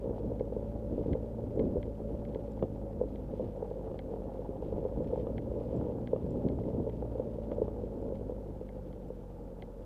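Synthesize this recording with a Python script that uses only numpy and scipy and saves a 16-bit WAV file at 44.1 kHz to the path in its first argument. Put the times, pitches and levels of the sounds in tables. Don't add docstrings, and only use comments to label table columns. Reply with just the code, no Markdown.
import sys
import numpy as np
from scipy import signal
from scipy.fft import rfft, irfft, next_fast_len
from scipy.io import wavfile
from scipy.ndimage import map_coordinates

SR = 44100
rng = np.random.default_rng(int(sys.argv[2]) if len(sys.argv) > 2 else 0)


def waveform_to_disk(signal):
    frames = np.transpose(np.atleast_2d(signal))
    scaled = np.clip(frames, -1, 1) * 32767
    samples = np.round(scaled).astype(np.int16)
    wavfile.write(sys.argv[1], SR, samples)


N = 434385
TIME = np.arange(N) / SR
TAPS = 4096
BINS_HZ = np.fft.rfftfreq(TAPS, 1 / SR)
RING_WIDTH_HZ = 115
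LEAD_S = .003


def gain_of(db):
    return 10 ** (np.asarray(db) / 20)


def evened(x):
    return x / np.sqrt(np.mean(x ** 2) + 1e-20)


def read(colour, hz):
    point_hz, point_db = np.transpose(colour)
    return np.interp(np.log(hz + 1), np.log(point_hz + 1), point_db)


def curves(rows):
    s, *columns = np.transpose(rows)
    return [np.interp(TIME, s, column) for column in columns]


def add(mix, start_s, sound):
    part = mix[max(round(start_s * SR), 0):][:len(sound)]
    part += sound[:len(part)]


def noise(colour):
    size = next_fast_len(N)
    gain = gain_of(read(colour, np.fft.rfftfreq(size, 1 / SR)))
    return evened(irfft(rfft(rng.standard_normal(size)) * gain, size)[:N])


def drift(per_s):
    knots = rng.standard_normal(4096)
    coarse_s = TIME[::64]
    wander = map_coordinates(knots, [coarse_s * per_s], mode="wrap")
    return evened(np.interp(TIME, coarse_s, wander))


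def blow(db, lag_s=0):
    log_gain = np.log(gain_of(np.maximum(db, db.max() - 100)))
    mirrored = np.r_[log_gain, log_gain[-2:0:-1]]
    phase = -signal.hilbert(mirrored).imag[:len(db)]
    phase = phase - 2 * np.pi * np.cumsum(lag_s * np.ones(len(db))) * BINS_HZ[1]
    wave = irfft(np.exp(log_gain + 1j * phase))
    return wave / abs(wave).max()


def ringing(colour, ring_hz, ring_db):
    return read(colour, BINS_HZ) + ring_db / (1 + ((BINS_HZ - ring_hz) / RING_WIDTH_HZ) ** 2)


# hz, level_db
BODY_COLOUR = [(30, -25), (120, -16.5), (220, -7.5), (340, -8.5), (450, 1.5), (560, -1), (660, -15),
               (760, -20.5), (880, -13), (1050, -24), (1500, -45), (6000, -92)]


def knock(ring_hz, ring_db, contact_hz):
    wave = blow(ringing(BODY_COLOUR, ring_hz, ring_db), LEAD_S)
    wave = irfft(rfft(wave) * np.exp(-(BINS_HZ / contact_hz) ** 4))
    return wave / abs(wave).max()


def impacts(per_s, spread_db, most):
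    size = gain_of(spread_db * np.minimum(rng.exponential(1, N), most))
    return size * rng.choice([-1, 1], N) * (rng.random(N) < per_s / SR)


def panels(x, wet_db, t60_s):
    t = np.arange(SR // 4) / SR
    tail = rng.standard_normal(len(t)) * gain_of(-60 * t / t60_s) * (t > .006)
    return x + gain_of(wet_db) * signal.oaconvolve(x, tail / np.linalg.norm(tail))[:N]


def spurts(per_s, decay_s, share):
    starts = rng.random(N) < per_s / SR
    power = signal.lfilter([1], [1, -np.exp(-1 / (decay_s * SR))], starts)
    rise = np.hanning(round(.005 * SR))
    power = abs(signal.oaconvolve(power, rise, "same"))
    return np.sqrt(1 - share + share * power / power.mean())


def swells(rows):
    ramp = 0.14
    power = np.zeros(N)
    for start_s, length_s, level_db in rows:
        shape = np.interp((TIME - start_s) / length_s, [0, ramp, 1 - ramp, 1], [0, 1, 1, 0])
        power += (gain_of(level_db) * shape) ** 2
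    return np.sqrt(power)


# time_s, firing_hz
ENGINE_SPEED = [(0.0, 52.6), (0.45, 53.3), (0.75, 55.0), (1.05, 54.6), (1.25, 56.2), (1.6, 56.0),
                (1.97, 53.8), (2.25, 54.7), (2.8, 53.0), (3.4, 50.3), (4.05, 49.3), (4.5, 49.8),
                (4.9, 52.0), (5.55, 58.1), (6.25, 60.8), (6.5, 60.9), (7.15, 56.8), (8.1, 51.5),
                (8.75, 48.8), (9.25, 45.8), (9.85, 43.8)]


def firing_rate():
    return curves(ENGINE_SPEED)[0]


def pace():
    return np.log2(firing_rate() / 54)


# time_s, level_db (before loose_share)
LOOSE_GRAVEL = [(0, 1.5), (0.8, -2), (3.0, -2), (3.45, 1), (4.3, 2), (5.1, 3.5), (5.85, 0.5), (6.2, -3.5),
                (7.1, -0.5), (8.2, 0.5), (8.5, -4.5)]


def rolling(db_per_octave, loose_share):
    loose_db, = curves(LOOSE_GRAVEL)
    return db_per_octave * pace() + loose_share * loose_db


# start_s, length_s, rumble_db
RUT_EVENTS = [(0.041, 0.082, -34.5), (0.226, 0.11, -37), (0.906, 0.14, -38), (1.049, 0.096, -36.5),
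              (1.54, 0.15, -32), (1.65, 0.15, -35), (2.085, 0.38, -45.5), (2.62, 0.042, -39.5),
              (3.397, 0.096, -41.5), (4.96, 0.1, -37), (5.125, 0.21, -42.5), (5.68, 0.26, -39.5),
              (6.229, 0.19, -38.5), (6.435, 0.12, -34.5), (6.57, 0.16, -38), (6.72, 0.12, -35)]


def jolts():
    return swells(RUT_EVENTS)


# hz, level_db (at cruise)
BODY_BOOMS = [(42, -44), (54, -44), (58, -45.5), (62, -53.5), (90, -54.5), (104, -48.5), (120, -47),
              (135, -56.5), (154, -53), (168, -59.5), (183, -53), (200, -52), (220, -49), (232, -53),
              (265, -51), (450, -56.5), (520, -52.5), (580, -52), (640, -71)]
# firing_multiple, level_db
OVERTONES = [(2, 0), (3, 0), (4, 1), (5, -4), (10.53, 1)]


def engine(db_per_octave=15, firing_db=-.5, uneven=0.043, rough=0.12, half_db=-15):
    firing_hz = firing_rate()
    turns = np.cumsum(firing_hz) / SR + .004 * drift(7.8)
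    firing_gain = gain_of(firing_db + read(BODY_BOOMS, firing_hz))
    hum = firing_gain * np.sin(2 * np.pi * turns) * (1 + uneven * drift(25))
    half_orders = [(k + .5, half_db) for k in range(1, 5)]
    for multiple, level_db in OVERTONES + half_orders:
        level = gain_of(level_db + read(BODY_BOOMS, multiple * firing_hz))
        tone = np.sin(2 * np.pi * (multiple * turns + rng.random()))
        hum += level * tone * (1 + rough * drift(14))
    return np.sqrt(2) * gain_of(db_per_octave * pace()) * hum


# hz, level_db
WHIRR_COLOUR = [(15, -13), (70, 6.5), (130, -5), (350, -17), (520, 5), (590, -6.5), (680, -16.5),
                (780, -17.5), (880, -7), (1000, -18.5), (1400, -21.5), (4000, -61.5)]


def drivetrain(level_db=-55, throb=0.23):
    pulse = np.sin(2 * np.pi * np.cumsum(firing_rate()) / SR)
    return gain_of(level_db) * noise(WHIRR_COLOUR) * (1 + throb * pulse)


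def gravel(level_db=-44.5, db_per_octave=17, rut_db=-6):
    pebbles = np.zeros(N)
    for ring_hz in np.linspace(280, 600, num=6):
        stone = knock(ring_hz, ring_db=8, contact_hz=1610)
        hits = signal.oaconvolve(impacts(per_s=36, spread_db=4.5, most=2.31), stone)[:N]
        pebbles += evened(panels(hits, wet_db=-9.5, t60_s=0.095))
    steady = gain_of(level_db + rolling(db_per_octave, loose_share=0.96))
    crunch = np.hypot(steady, gain_of(rut_db) * jolts())
    return crunch * spurts(per_s=45, decay_s=0.016, share=0.56) * evened(pebbles)


# hz, level_db
CLATTER_COLOUR = [(250, -28.5), (500, -6.5), (620, 3.5), (740, 4.5), (900, 2), (1050, -14), (1350, -20),
                  (5000, -64.5)]
# time_s, peak_db
CLACK_EVENTS = [(0.181, -35.5), (3.625, -34.5), (4.137, -37.5), (4.862, -39), (5.159, -32.5),
                (5.813, -33.5), (6.588, -34.5), (7.024, -33.5)]


def clatter(level_db=-58.0, db_per_octave=7, per_s=24, spread_db=6.5):
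    click = blow(read(CLATTER_COLOUR, BINS_HZ))
    wheels = np.zeros(N)
    for _ in range(4):
        clicks = signal.oaconvolve(impacts(per_s, spread_db, most=2.2), click)[:N]
        wheels += panels(clicks, wet_db=-2.0, t60_s=0.036)
    out = gain_of(level_db + rolling(db_per_octave, loose_share=1.1)) * evened(wheels)
    for time_s, peak_db in CLACK_EVENTS:
        add(out, time_s, gain_of(peak_db) * click)
    return out


# hz, level_db
RUMBLE_COLOUR = [(10, -13.5), (25, -6), (70, 1.5), (120, -1.5), (165, -2.5), (300, -1), (420, -6.5),
                 (600, -11), (900, -37), (6000, -100)]


def ruts(level_db=-44.0, db_per_octave=17, lumpy_db=2.5):
    rumble = np.hypot(gain_of(level_db + rolling(db_per_octave, loose_share=.5)), jolts())
    return rumble * gain_of(lumpy_db * drift(30)) * noise(RUMBLE_COLOUR)


# hz, level_db
SPRAY_COLOUR = [(500, -15), (1400, -4.5), (1800, 1.5), (3250, 1), (3900, -4.5), (5000, -8.5), (9000, -26.5)]
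# start_s, length_s, level_db
SCUFF_EVENTS = [(0.9, 0.2, -80), (3.32, 0.26, -79.5), (5.0, 0.26, -77), (5.5, 0.48, -79)]


def grit(level_db=-79.0, db_per_octave=5):
    grain = blow(read(SPRAY_COLOUR, BINS_HZ))
    grains = signal.oaconvolve(impacts(per_s=700, spread_db=2.5, most=3.4), grain)[:N]
    steady = gain_of(level_db + rolling(db_per_octave, loose_share=0.27))
    level = np.hypot(steady, swells(SCUFF_EVENTS))
    return level * evened(grains * spurts(per_s=40, decay_s=.012, share=.45))


# hz, level_db
THUD_COLOUR = [(30, -26), (90, -8), (170, 4.5), (300, -0.5), (480, 6.5), (580, -12.5), (700, -20),
               (900, -23), (1300, -45), (6000, -90)]
# time_s, peak_db (before panel shiver), ring_hz
THUMP_EVENTS = [(0.092, -32, 328), (1.086, -25, 390), (1.572, -21, 420), (1.593, -18.5, 340),
                (1.611, -24, 350), (1.64, -21.5, 300), (1.757, -26, 398), (2.637, -26, 430),
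                (4.491, -26.5, 295), (6.243, -27, 240), (6.452, -21.5, 330), (6.463, -23.5, 200),
                (6.748, -27, 300), (6.802, -23.5, 390)]


def thumps(wet_db=-9.5):
    out = np.zeros(N)
    for time_s, peak_db, ring_hz in THUMP_EVENTS:
        thud = blow(ringing(THUD_COLOUR, ring_hz, ring_db=7))
        add(out, time_s, gain_of(peak_db) * thud)
    return panels(out, wet_db, t60_s=0.058)


# time_s, peak_db (before panel shiver), ring_hz
STONE_EVENTS = [(0.108, -27.5, 430), (0.407, -21, 452), (0.522, -27.5, 513), (0.564, -23.5, 424),
                (0.979, -27.5, 515), (1.151, -22.5, 517), (1.228, -32, 500), (1.767, -25.5, 525),
                (2.357, -23, 380), (3.012, -18.5, 500), (3.036, -25, 436), (3.335, -28.5, 451),
                (3.395, -24.5, 560), (3.403, -28, 554), (3.625, -25, 460), (3.711, -27.5, 473),
                (4.138, -31, 475), (4.391, -32, 490), (4.623, -27, 477), (4.724, -26.5, 460),
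                (4.779, -28.5, 490), (4.85, -21.5, 466), (4.923, -28, 480), (5.004, -25.5, 520),
                (5.132, -25, 470), (5.175, -27, 475), (5.2, -28, 463), (5.268, -22.5, 480),
                (5.515, -29, 457), (5.609, -28, 386), (6.131, -16, 486), (6.865, -26.5, 540),
                (6.872, -26, 503), (7.024, -27.5, 570), (7.153, -29, 500), (7.196, -22, 507),
                (7.384, -28.5, 540), (7.516, -23, 526), (7.581, -24, 517), (7.617, -17.5, 440),
                (7.626, -29, 422), (7.835, -30, 500), (8.121, -28.5, 480), (8.294, -28, 475),
                (8.32, -28.5, 495), (8.611, -30, 453), (9.102, -30, 497)]
# hz, level_db
CRACK_COLOUR = [(100, 7), (270, 16), (500, 22.5), (750, 5.5), (1000, -1.5), (1230, -2), (1520, -27),
                (1780, -14), (2030, -44), (2280, -18), (2560, -35.5), (2850, -15.5), (3130, -41),
                (3420, -18), (3750, -39), (4300, -47.5), (9000, -82.5)]
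# time_s, peak_db (before panel shiver)
CHIP_EVENTS = [(2.6261, -17), (3.915, -31), (3.9433, -29), (5.27, -25.5), (6.162, -25), (7.118, -38),
               (7.1977, -32), (7.518, -25), (7.681, -26.5)]


def stones(delay_s=0.0011):
    out = np.zeros(N)
    crack = blow(read(CRACK_COLOUR, BINS_HZ))
    for time_s, peak_db, ring_hz in STONE_EVENTS:
        pop = knock(ring_hz, ring_db=8.0, contact_hz=1270)
        add(out, time_s + delay_s - LEAD_S, gain_of(peak_db) * pop)
    for time_s, peak_db in CHIP_EVENTS:
        add(out, time_s, gain_of(peak_db) * crack)
    return panels(out, wet_db=-12.0, t60_s=0.11)


# hz, level_db (before random variation)
MOUNT_COLOUR = [(200, -10), (700, -3), (1300, -22), (1620, -2), (1860, -8), (2110, 2.5), (2400, -9.5),
                (2700, -17), (3200, -5), (3750, -17), (4300, -17), (5300, -39), (12000, -66)]
# time_s, peak_db (first slip), brightness_db_per_octave (2-5 kHz)
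TICK_EVENTS = [(0.3969, -50.5, 0), (1.043, -64, 3), (1.1319, -43, -1), (1.593, -54, -2), (1.595, -47.5, 3),
               (1.829, -47, -3), (2.2513, -52, 1), (2.3474, -49, 4), (2.593, -56, -2), (3.158, -52.5, 2),
               (3.991, -43.5, 4), (5.0445, -60, 3), (5.075, -62, 1), (5.1973, -59, 9), (5.3804, -42, -5),
               (6.0733, -45.5, 0), (6.4868, -49.5, 8), (6.6365, -59, -3), (6.8965, -53.5, -1),
               (7.5151, -51.5, -3), (8.1558, -59, 2), (8.6898, -51.5, -8), (8.9285, -57, 3),
               (9.6228, -44.5, 2)]
# hz (raised 0-4 % at random), level_db (re tick), t60_s
RING_MODES = [(760, -2, .05), (2000, -13, .03)]
# hz, level_db
CASE_COLOUR = [(1000, -17), (4000, -22), (5300, 8), (6300, -9), (7600, 15), (8800, -29), (14000, -36)]
# time_s, peak_db
CLICK_EVENTS = [(2.52, -61), (5.7646, -62), (6.3075, -60)]


def mount(case_db=-67, vary_db=1.5, travel_s=.0058, reslip_s=.002, reslip_share=.18):
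    out = np.zeros(N)
    t = np.arange(TAPS) / SR
    lag_s = travel_s * np.sqrt(1000 / np.maximum(BINS_HZ, 300))
    for time_s, peak_db, bright_db in TICK_EVENTS:
        spot = []
        for hz, level_db in MOUNT_COLOUR:
            tilt_db = bright_db * np.log2(np.clip(hz, 2000, 5000) / 2000)
            spot.append((hz, level_db + tilt_db + vary_db * rng.standard_normal()))
        tick = gain_of(peak_db) * blow(read(spot, BINS_HZ), lag_s * rng.uniform(.9, 0.96))
        start_s = time_s - travel_s / 2
        add(out, start_s, tick)
        add(out, start_s + reslip_s * rng.random(), reslip_share * tick)
        for hz, ring_db, t60_s in RING_MODES:
            decay = gain_of(peak_db + ring_db - 60 * t / t60_s)
            ring = decay * np.sin(2 * np.pi * hz * rng.uniform(1.0, 1.04) * t)
            add(out, start_s + travel_s, ring)
    case_click = blow(read(CASE_COLOUR, BINS_HZ))
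    faint_clicks = [(time_s, case_db) for time_s in rng.uniform(0, N / SR, size=9)]
    for time_s, peak_db in CLICK_EVENTS + faint_clicks:
        add(out, time_s, gain_of(peak_db) * case_click)
    return panels(out, wet_db=-18, t60_s=.025)


def scene():
    rolling_car = engine() + drivetrain() + gravel() + clatter() + ruts() + grit()
    return (rolling_car + thumps() + stones() + mount())[None]


# hz, level_db
HISS_COLOUR = [(100, 6), (2000, 4.5), (8000, .5), (13000, 0), (16000, -3)]
# hz, level_db (rms)
WHINE_TONES = [(12780, -100), (12877, -101)]


def record(dry, hiss_db=-77.5, edge_hz=15400):
    whine = np.zeros(N)
    for hz, level_db in WHINE_TONES:
        phase = 2 * np.pi * hz * TIME + .6 * drift(10)
        whine += np.sqrt(2) * gain_of(level_db) * np.sin(phase)
    sound = dry + gain_of(hiss_db) * noise(HISS_COLOUR) + whine
    low_pass = signal.firwin(511, edge_hz, window=("kaiser", 9), fs=SR)
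    return signal.oaconvolve(sound, low_pass[None], "same")


dry = scene()
out = record(dry)
waveform_to_disk(out)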